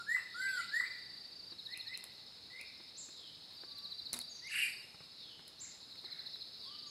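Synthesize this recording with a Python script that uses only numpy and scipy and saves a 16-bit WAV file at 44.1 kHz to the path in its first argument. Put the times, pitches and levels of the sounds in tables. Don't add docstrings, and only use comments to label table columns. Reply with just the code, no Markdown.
import sys
import numpy as np
from scipy import signal
from scipy.io import wavfile
from scipy.ndimage import uniform_filter1d, map_coordinates

SR = 44100
rng = np.random.default_rng(int(sys.argv[2]) if len(sys.argv) > 2 else 0)


def put_to_file(sound):
    columns = np.atleast_2d(sound).T
    safe = np.clip(columns, -1, 1)
    whole_steps = np.round(safe * 32767)
    wavfile.write(sys.argv[1], SR, whole_steps.astype(np.int16))


N = 304290
T = np.arange(N) / SR
EDGE_HZ = 15900

# (start [s], rise length [s], top pitch [Hz], level [dB])
RISING_WHISTLES = [(.065, .097, 2029, -33), (0.711, .094, 2000, -33)]
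# (start [s], length [s], top pitch [Hz], level [dB])
ARCHED_WHISTLES = [(-.25, .272, 1608, -44.5), (0.343, .272, 1577, -39)]
# (frequency [Hz], level [dB])
BIRD_OVERTONES = [(3200, -42), (4000, -29), (6200, -39), (7100, -19), (7850, -17), (9000, -27),
                  (10200, -36), (11100, -24), (11900, -33), (12650, -26), (14000, -38)]
# (time [s], middle pitch [Hz], level [dB])
SCREECH = [(4.495, 2131, -43.5), (4.53, 2357, -39), (4.58, 2478, -37), (4.605, 2536, -35.5),
           (4.645, 2563, -37), (4.678, 2442, -45), (4.692, 2280, -54)]
# (frequency [Hz], level [dB])
RASP_OVERTONES = [(4000, -17), (6500, -35.5), (7600, -17.5), (8500, -14), (9800, -21.5), (11200, -15),
                  (12200, -24), (13000, -52), (15500, -42)]
# (start [s], glide length [s],
# first pitch [Hz], last pitch [Hz], nominal flick top [Hz], glide level [dB], flick level [dB])
HOOKS = [(.11, 0.054, 1850, 2000, 2880, -56, -56), (.412, .058, 2022, 2020, 2700, -44, -56.5),
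         (.568, 0.044, 1892, 2018, 2650, -44, -60), (.8, 0.051, 1950, 2045, 2480, -41.5, -53.5),
         (1.669, 0.074, 1720, 2024, 2840, -48, -52), (1.854, .08, 1760, 2050, 3080, -46, -56),
         (2.498, 0.093, 1930, 2109, 2590, -49, -48), (4.415, 0.063, 1840, 2170, 3020, -45.5, -54)]
# (start [s], top pitch [Hz], level [dB])
HIGH_CHIPS = [(2.959, 7680, -45.5), (5.587, 7470, -45)]
# (start [s], length [s], first pitch [Hz], last pitch [Hz], level [dB])
HIGH_SLURS = [(4.292, 0.091, 6810, 5430, -55.5), (4.44, 0.056, 5470, 7100, -57),
              (6.864, 0.081, 6750, 5540, -59)]
# (start [s], length [s], first pitch [Hz], last pitch [Hz], level [dB])
FAR_SLURS = [(0.264, 0.21, 3890, 2880, -61), (.47, .18, 3736, 2790, -55), (3.109, .19, 4200, 2926, -53),
             (5.16, 0.19, 4127, 2874, -52.5), (6.59, 0.17, 4090, 2885, -53)]
# (start [s], length [s], base pitch [Hz], level [dB])
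CHATTER = [(5.608, 0.161, 1947, -66), (6.043, .255, 1890, -63)]
# (start [s], length [s], first pitch [Hz], last pitch [Hz], level [dB])
LOW_WHISTLES = [(3.655, 0.17, 1160, 1140, -70.5), (3.815, 0.09, 1138, 1170, -65.5),
                (6.65, 0.11, 1017, 1230, -62.5), (6.83, .1, 1214, 1130, -64.5)]
# (time from loudest point [s], pitch [Hz], level [dB])
CHIRP = [(-.018, 4560, -13), (-.011, 4250, -3), (-.002, 4020, 1), (.002, 3850, 2), (.008, 3480, -11)]
# (first chirp [s], chirps [count], first gap [s], lengthening per gap [s], level [dB])
CHIRP_RUNS = [(1.528, 7, .0703, .0002, -42.7), (3.718, 8, .069, .0007, -42.9),
              (5.9257, 8, .0665, .0015, -44.2)]
# (first pulse [s], last pulse [s], pulse rate [1/s])
BOUTS = [(.353, 1.514, 26.7), (3.575, 4.807, 26.8), (6.605, 6.907, 26.5)]
# (pitch [Hz], pulse rate [1/s], level [dB])
FAR_SINGERS = [(5077, 33, -67), (5156, 18, -67.5), (5490, 5.2, -79), (8700, 30, -86.5), (6750, 12, -110)]
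# (time [s], level [dB])
CHORUS_LEVEL = [(0.0, -57.5), (0.23, -57), (0.67, -51), (1.4, -60), (1.88, -58.5), (2.08, -56.5),
                (3.59, -56.5), (3.86, -61), (4.65, -55.5), (4.84, -61.5), (5.21, -55), (5.44, -60.5),
                (5.77, -58), (6.11, -55), (6.55, -53.5), (6.9, -55)]
# (frequency [Hz], relative level [dB])
CHORUS_SPECTRUM = [(3000, -24), (3450, -8), (3700, 2.5), (4000, 5.5), (4300, 5.5), (4550, 3.5), (4800, -4),
                   (5200, -2), (5600, -34)]
# (time [s], peak level [dB], ring [Hz])
TICKS = [(1.7752, -32, 10500), (1.9751, -29.5, 10000), (2.0407, -31, 10700), (2.613, -37.5, 9900),
         (3.785, -45.5, 11300), (4.1314, -19, 9600), (4.19, -26, 10800), (4.215, -33, 9100),
         (4.474, -41.5, 10300), (5.394, -46, 2600), (5.48, -37, 9900), (5.957, -45, 2000),
         (6.359, -45, 1950)]
# (frequency [Hz], level [dB], t60 [s])
TICK_MODES = [(2110, -30.5, 0.031), (4900, -37.5, 0.017), (8000, -12, .003), (12500, -56, 0.0026)]
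# (time [s], slip rate [1/s], peak level [dB])
CREAK = [(4.134, 190, -15.5), (4.145, 220, -30), (4.156, 320, -50), (4.167, 330, -31), (4.183, 190, -48),
         (4.188, 380, -43)]
# (time [s], level [dB], ring [Hz], t60 [s])
BUMPS = [(1.52, -56.5, 345, 0.084), (2.057, -62, 550, 0.052), (2.595, -65.5, 520, 0.15),
         (2.799, -58, 346, 0.082), (3.086, -53.5, 340, 0.04), (3.635, -51.5, 357, 0.043),
         (4.139, -52, 243, 0.32), (4.944, -54, 147.6, 0.047), (5.005, -53.5, 146, 0.074),
         (5.392, -53, 159, 0.059), (6.041, -54.5, 363, 0.064)]
# (frequency [Hz], relative density [dB per Hz])
AIR_SPECTRUM = [(25, -38), (50, -7), (80, 2), (150, 2), (300, -0.5), (700, -5), (1500, -8.5), (2800, -7),
                (5800, -13), (10500, -19.5), (12000, -17.5), (14000, -46), (16000, -36)]


def near_bird(jitter=0.0036, wet_db=-9, treble_wet_db=-1, t60_s=1.0, treble_t60_s=0.85):
    notes = [rising_whistle(*row) for row in RISING_WHISTLES]
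    notes += [arched_whistle(*row) for row in ARCHED_WHISTLES]
    voice = whistles(notes, jitter, BIRD_OVERTONES, bright_db=0.5)
    low = signal.sosfiltfilt(signal.butter(4, 3500, fs=SR, output="sos"), voice)
    treble = voice - low
    return forest(low, wet_db, t60_s, early_db=6.5) + forest(treble, treble_wet_db, treble_t60_s, early_db=8)


def rising_whistle(start_s, length_s, top_hz, level_db, rise=.21, bend=1.5, attack_s=0.032,
                   snap_s=0.012, snap_to_hz=660, snap_time_s=.0062, snap_db=-23):
    t = np.arange(0, length_s + snap_s, 1 / SR)
    climb_hz = top_hz * (1 - rise * np.maximum(1 - t / length_s, 0) ** bend)
    snap = 1 - np.exp(-np.maximum(t - length_s, 0) / snap_time_s)
    hz = climb_hz + (snap_to_hz - climb_hz) * snap
    return start_s + t, hz, gain_of(level_db + snap_db * snap) * envelope(t, attack_s, 0.0037)


def arched_whistle(start_s, length_s, top_hz, level_db, arch=.155, skew=.88, roundness=.85,
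                   attack_s=0.058, release_s=0.013):
    t = np.arange(0, length_s, 1 / SR)
    height = abs(np.sin(np.pi * (t / length_s) ** skew)) ** roundness
    hz = top_hz * (1 - arch * (1 - height))
    return start_s + t, hz, gain_of(level_db) * envelope(t, attack_s, release_s, depth_db=10)


def screech(flutter_per_s=28.5, sweep=.3, chaos=0.1002, chaos_per_s=900, dip_db=3, ceiling_hz=2950,
            rough_db=3.5, bright_db=3):
    t, hz, level = contour(SCREECH)
    fall = 1 - 2 * (((t - t[0]) * flutter_per_s + .5) % 1)
    hz = hz * np.exp(sweep * fall + chaos * wander(t, chaos_per_s))
    hz = hz / (1 + (hz / ceiling_hz) ** 12) ** (1 / 12)
    wave = tone(hz, RASP_OVERTONES, count=5, push=gain_of(bright_db))
    rough = gain_of(dip_db * fall + rough_db * wander(t, 263.5))
    out = np.zeros(N)
    add(out, t[0], level * rough * wave)
    return out


def hooked_notes():
    notes = [hook(*row) for row in HOOKS]
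    voice = whistles(notes, jitter=0.017, overtones=BIRD_OVERTONES, bright_db=-1)
    return forest(voice, wet_db=-2.0, t60_s=0.89)


def hook(start_s, length_s, first_hz, last_hz, flick_hz, glide_db, flick_db, flick_s=0.0355, bend=1.273,
         louder_db_per_octave=80):
    t = np.arange(0, length_s + flick_s, 1 / SR)
    glide = last_hz + (first_hz - last_hz) * np.maximum(1 - t / length_s, 0) ** bend
    flick = np.sin(np.pi * np.maximum(t - length_s, 0) / flick_s)
    hoarse = .85 + .28 * np.tanh(wander(t, 700))
    level_db = glide_db + louder_db_per_octave * np.log2(glide / last_hz)
    level_db = level_db + (flick_db - glide_db) * np.maximum.accumulate(flick)
    hz = glide + (flick_hz - last_hz) * flick * hoarse
    return start_s + t, hz, gain_of(level_db) * envelope(t, 0.004, 0.0045)


def high_calls():
    notes = [chip(*row) for row in HIGH_CHIPS]
    notes += [slur(*row, bend=.8, fade_db=-4, edge_s=.008) for row in HIGH_SLURS]
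    return forest(whistles(notes, jitter=0.016), wet_db=0.5, t60_s=0.61)


def chip(start_s, top_hz, level_db, rise_s=.026, fall_s=.056, drop=0.33, fall_bend=1.8,
         louder_db_per_octave=33):
    t = np.arange(0, rise_s + fall_s, 1 / SR)
    below = np.maximum(1 - t / rise_s, 0) + np.maximum((t - rise_s) / fall_s, 0) ** fall_bend
    hz = top_hz * (1 - drop * below)
    level = gain_of(level_db + louder_db_per_octave * np.log2(hz / top_hz))
    return start_s + t, hz, level * envelope(t, 0.0026, 0.0046)


def slur(start_s, length_s, first_hz, last_hz, level_db, bend, fade_db, edge_s):
    t = np.arange(0, length_s, 1 / SR)
    hz = last_hz + (first_hz - last_hz) * np.maximum(1 - t / length_s, 0) ** bend
    level = gain_of(level_db + fade_db * t / length_s)
    return start_s + t, hz, level * envelope(t, edge_s, edge_s, depth_db=5)


def far_slurs():
    notes = [slur(*row, bend=1.3, fade_db=-7, edge_s=0.026) for row in FAR_SLURS]
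    return forest(whistles(notes, jitter=0.0276), wet_db=5, t60_s=1.0)


def chatter(arches_per_s=31, chaos=0.0745, sag=0.0477, attack_s=0.024, release_s=0.088):
    out = np.zeros(N)
    for start_s, length_s, base_hz, level_db in CHATTER:
        t = np.arange(0, length_s, 1 / SR)
        arch = abs(np.sin(np.pi * arches_per_s * t))
        swing = .5 * (arch - .7)
        level = gain_of(level_db) * envelope(t, attack_s, release_s, depth_db=8)
        hz = base_hz * (1 + swing - sag * t / length_s + chaos * wander(t, 700))
        add(out, start_s, level * evened(np.sqrt(arch)) * tone(hz))
    return out


def low_whistles():
    notes = [slur(*row, bend=1.41, fade_db=-1.5, edge_s=0.035) for row in LOW_WHISTLES]
    return forest(whistles(notes, jitter=0.0033), wet_db=-4, t60_s=0.34)


def birds():
    calls = near_bird() + hooked_notes()
    calls += forest(screech(), wet_db=-5.0, t60_s=0.82, early_db=7.5)
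    calls += high_calls() + far_slurs()
    calls += forest(chatter(), wet_db=-6.5, t60_s=0.25)
    return calls + low_whistles()


def chirps(soft_start_db=-7.0, swell_s=0.15, second_db=-36, third_db=-31, jitter=0.022):
    out = np.zeros(N)
    t, hz, level = contour(CHIRP)
    overtones = [(8000, second_db), (12000, third_db)]
    for first_s, count, gap_s, lengthening_s, run_db in CHIRP_RUNS:
        for k in range(count):
            since_s = k * gap_s + lengthening_s * k * (k - 1) / 2
            level_db = run_db + soft_start_db * max(1 - since_s / swell_s, 0)
            wave = tone(hz * (1 + jitter * wander(t, 375)), overtones, count=3)
            add(out, first_s + since_s + t[0], gain_of(level_db) * level * wave)
    return out


def near_cricket(pitch_hz=4645, level_db=-51, flicker_db=1.0, attack_s=0.18):
    out = np.zeros(N)
    for first_s, last_s, per_s in BOUTS:
        t = np.arange(first_s - .5 / per_s, last_s + .5 / per_s, 1 / SR)
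        level = gain_of(level_db + flicker_db * wander(t, 14.5)) * envelope(t, attack_s, 0.024, depth_db=2)
        strokes = (t - first_s) * per_s
        add(out, t[0], level * wing_strokes(strokes, pitch_hz, sag=0.011, duty=.68, overtone_db=-32))
    return out


def wing_strokes(strokes, pitch_hz, sag, duty, overtone_db):
    place = ((strokes + .5) % 1 - .5) / duty
    swell = np.sqrt(np.maximum(np.cos(np.pi * np.clip(place, -.5, .5)), 0))
    hz = pitch_hz * (1 - sag * place * (1 + 2 * place) + .004 * wander(strokes, 3))
    return swell * tone(hz, [(9000, overtone_db), (14000, overtone_db - 3)], count=2)


def far_crickets(swell_db=2.8, flicker_db=2.2):
    song = np.zeros(N)
    for hz, per_s, singer_db in FAR_SINGERS:
        strokes = per_s * T + .2 * wander(T, 4)
        pulses = wing_strokes(strokes, hz, sag=.016, duty=.62, overtone_db=-21.5)
        level_db = singer_db + swell_db * wander(T, 2.735) + flicker_db * wander(T, per_s)
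        song += gain_of(level_db) * evened(pulses)
    return forest(song, wet_db=-8, t60_s=.5)


def chorus(offset_db=0.5, throb_db=1.74, throb_per_s=12.0):
    throb = np.sin(2 * np.pi * (throb_per_s * T + 0.82 * wander(T, 2.14)))
    level_db = np.interp(T, *np.transpose(CHORUS_LEVEL)) + offset_db + throb_db * throb
    return gain_of(level_db) * hiss(CHORUS_SPECTRUM, patchy_db=-0.5, size=(2, 9))


def insects(chirp_wet_db=-8.0, cricket_wet_db=-12):
    chirping = forest(chirps(), chirp_wet_db, t60_s=.45, early_db=0)
    pulsing = forest(near_cricket(), cricket_wet_db, t60_s=.35)
    return chirping + pulsing + far_crickets() + chorus()


def tick(ring_hz, ring_t60_s=.004, crack_db=-5, crack_t60_s=.003, rustle_db=-33, rustle_t60_s=.05,
         top_hz=12500):
    t = np.arange(2048) / SR
    modes = TICK_MODES + [(ring_hz, -2, ring_t60_s)]
    ring = sum(gain_of(db - 60 * t / t60_s) * np.sin(2 * np.pi * hz * t) for hz, db, t60_s in modes)
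    decay = gain_of(crack_db - 60 * t / crack_t60_s) + gain_of(rustle_db - 60 * t / rustle_t60_s)
    wave = ring + rng.standard_normal(len(t)) * decay
    wave = signal.lfilter(*signal.butter(3, top_hz, fs=SR), wave)
    return wave / abs(wave).max()


def ticks_and_creak(creak_hz=10300, wet_db=-12):
    out = np.zeros(N)
    for time_s, peak_db, ring_hz in TICKS:
        add(out, time_s, gain_of(peak_db) * tick(ring_hz))
    t, slips_per_s, level = contour(CREAK)
    slip_count = np.floor(np.cumsum(slips_per_s) / SR)
    for i in np.flatnonzero(np.diff(slip_count)):
        slip = tick(creak_hz * rng.uniform(.8, 1.12), ring_t60_s=.002, crack_t60_s=.002)
        add(out, t[i], level[i] * slip)
    return forest(out, wet_db, t60_s=.2, early_db=-3, early_t60_s=.1)


def faint_ticks(count=28, peak_db=-53, spread_db=4, ring_hz=10500):
    out = np.zeros(N)
    for when, size, colour in rng.uniform(-1, 1, (count, 3)):
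        wave = tick(ring_hz * (1 + 0.18 * colour))
        add(out, (when + 1) / 2 * N / SR, gain_of(peak_db + spread_db * size) * wave)
    return forest(out, wet_db=1, t60_s=.2)


def bumps(scuff_db=-1, scuff_hz=1300, scuff_speed=1.0, tap_db=9, tap_t60_s=0.003):
    out, t = np.zeros(N), np.arange(16384) / SR
    for time_s, level_db, ring_hz, t60_s in BUMPS:
        ring = np.sin(2 * np.pi * ring_hz * t) * gain_of(-60 * t / t60_s)
        noise = rng.standard_normal(len(t))
        dull = evened(signal.lfilter(*signal.butter(1, [150, scuff_hz], "band", fs=SR), noise))
        dull = signal.lfilter(*signal.butter(2, 3000, fs=SR), dull)
        tap = gain_of(tap_db - 60 * t / tap_t60_s)
        scuff = gain_of(scuff_db - 60 * t * scuff_speed / t60_s)
        onset = np.minimum(t / 0.0011, 1)
        add(out, time_s, gain_of(level_db) * onset * (ring + (tap + scuff) * dull))
    return out


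def forest_air():
    return gain_of(-64.5) * hiss(AIR_SPECTRUM, patchy_db=0.98, size=(8, 16))


def forest(x, wet_db, t60_s, early_db=-3, early_t60_s=0.3):
    t = np.arange(SR) / SR
    near, far = rng.standard_normal((2, SR)) * (rng.random((2, SR)) < .08) * (t > .004)
    near = near * gain_of(-60 * t / early_t60_s)
    far = far * gain_of(-60 * t / t60_s) * np.minimum(t / 0.014, 1)
    echoes = gain_of(early_db) * near / np.linalg.norm(near) + far / np.linalg.norm(far)
    echoes = gain_of(wet_db) * echoes
    echoes[0] = 1
    return signal.fftconvolve(x, echoes / np.linalg.norm(echoes))[:N]


def whistles(notes, jitter, overtones=None, bright_db=0, pure_below=0.23, purer_db_per_octave=20):
    out = np.zeros(N)
    for t, hz, level in notes:
        octaves = np.log2(np.maximum(hz / 1600, 1))
        loud = np.tanh((level / level.max() / pure_below) ** 2)
        push = gain_of(bright_db - purer_db_per_octave * octaves) * loud
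        add(out, t[0], level * tone(hz * (1 + jitter * wander(t, 900)), overtones, push=push))
    return out


def tone(hz, overtones=None, count=8, push=1):
    phase = 2 * np.pi * np.cumsum(hz) / SR
    wave = np.sin(phase)
    if overtones is not None:
        for k in range(2, count + 1):
            audible = k * hz < EDGE_HZ
            wave += push * gain_of(read(overtones, k * hz)) * audible * np.sin(k * phase)
    return np.sqrt(2) * wave


def contour(rows):
    s, hz, db = np.transpose(rows)
    t = np.arange(s.min(), s.max(), 1 / SR)
    edges = np.clip(np.minimum(t - t[0], t[-1] - t) / .002, 0, 1)
    return t, np.interp(t, s, hz), gain_of(np.interp(t, s, db)) * edges


def envelope(t, attack_s, release_s, depth_db=20):
    since, left = t - t[0], t[-1] - t
    ramps = np.maximum(1 - since / attack_s, 0) + np.maximum(1 - left / release_s, 0)
    edges = np.clip(np.minimum(since, left) / .002, 0, 1)
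    return gain_of(-depth_db * ramps) * edges


def hiss(spectrum, patchy_db, size):
    hz = np.fft.rfftfreq(2048, 1 / SR)
    real, imag, patches = rng.standard_normal((3, N // 512 + 5, len(hz)))
    patches = evened(uniform_filter1d(uniform_filter1d(patches, size[0], 0), size[1], 1))
    frames = (real + 1j * imag) * gain_of(read(spectrum, hz) + patchy_db * patches)
    return evened(signal.istft(frames.T, nperseg=2048, noverlap=1536)[1][:N])


def wander(t, per_s):
    knots = rng.standard_normal(2048)
    return map_coordinates(knots, [(t - t[0]) * per_s], order=3, mode="wrap")


def read(points, hz):
    f, value = np.transpose(points)
    return np.interp(np.log(hz + 1), np.log(f + 1), value)


def gain_of(db):
    return 10 ** (np.asarray(db) / 20)


def evened(x):
    return x / np.sqrt(np.mean(x ** 2) + 1e-20)


def add(mix, start_s, sound):
    start = round(start_s * SR)
    sound = sound[max(-start, 0):]
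    part = mix[max(start, 0):][:len(sound)]
    part += sound[:len(part)]


def scene():
    living = birds() + insects()
    contacts = ticks_and_creak() + faint_ticks() + bumps()
    return (living + contacts + forest_air())[None]


def record(dry):
    lean = signal.lfilter(*signal.butter(2, 45, "high", fs=SR), dry)
    band_limit = signal.firwin(511, EDGE_HZ, window=("kaiser", 9), fs=SR)
    return signal.oaconvolve(lean, band_limit[None], "same")


dry = scene()
out = record(dry)
put_to_file(out)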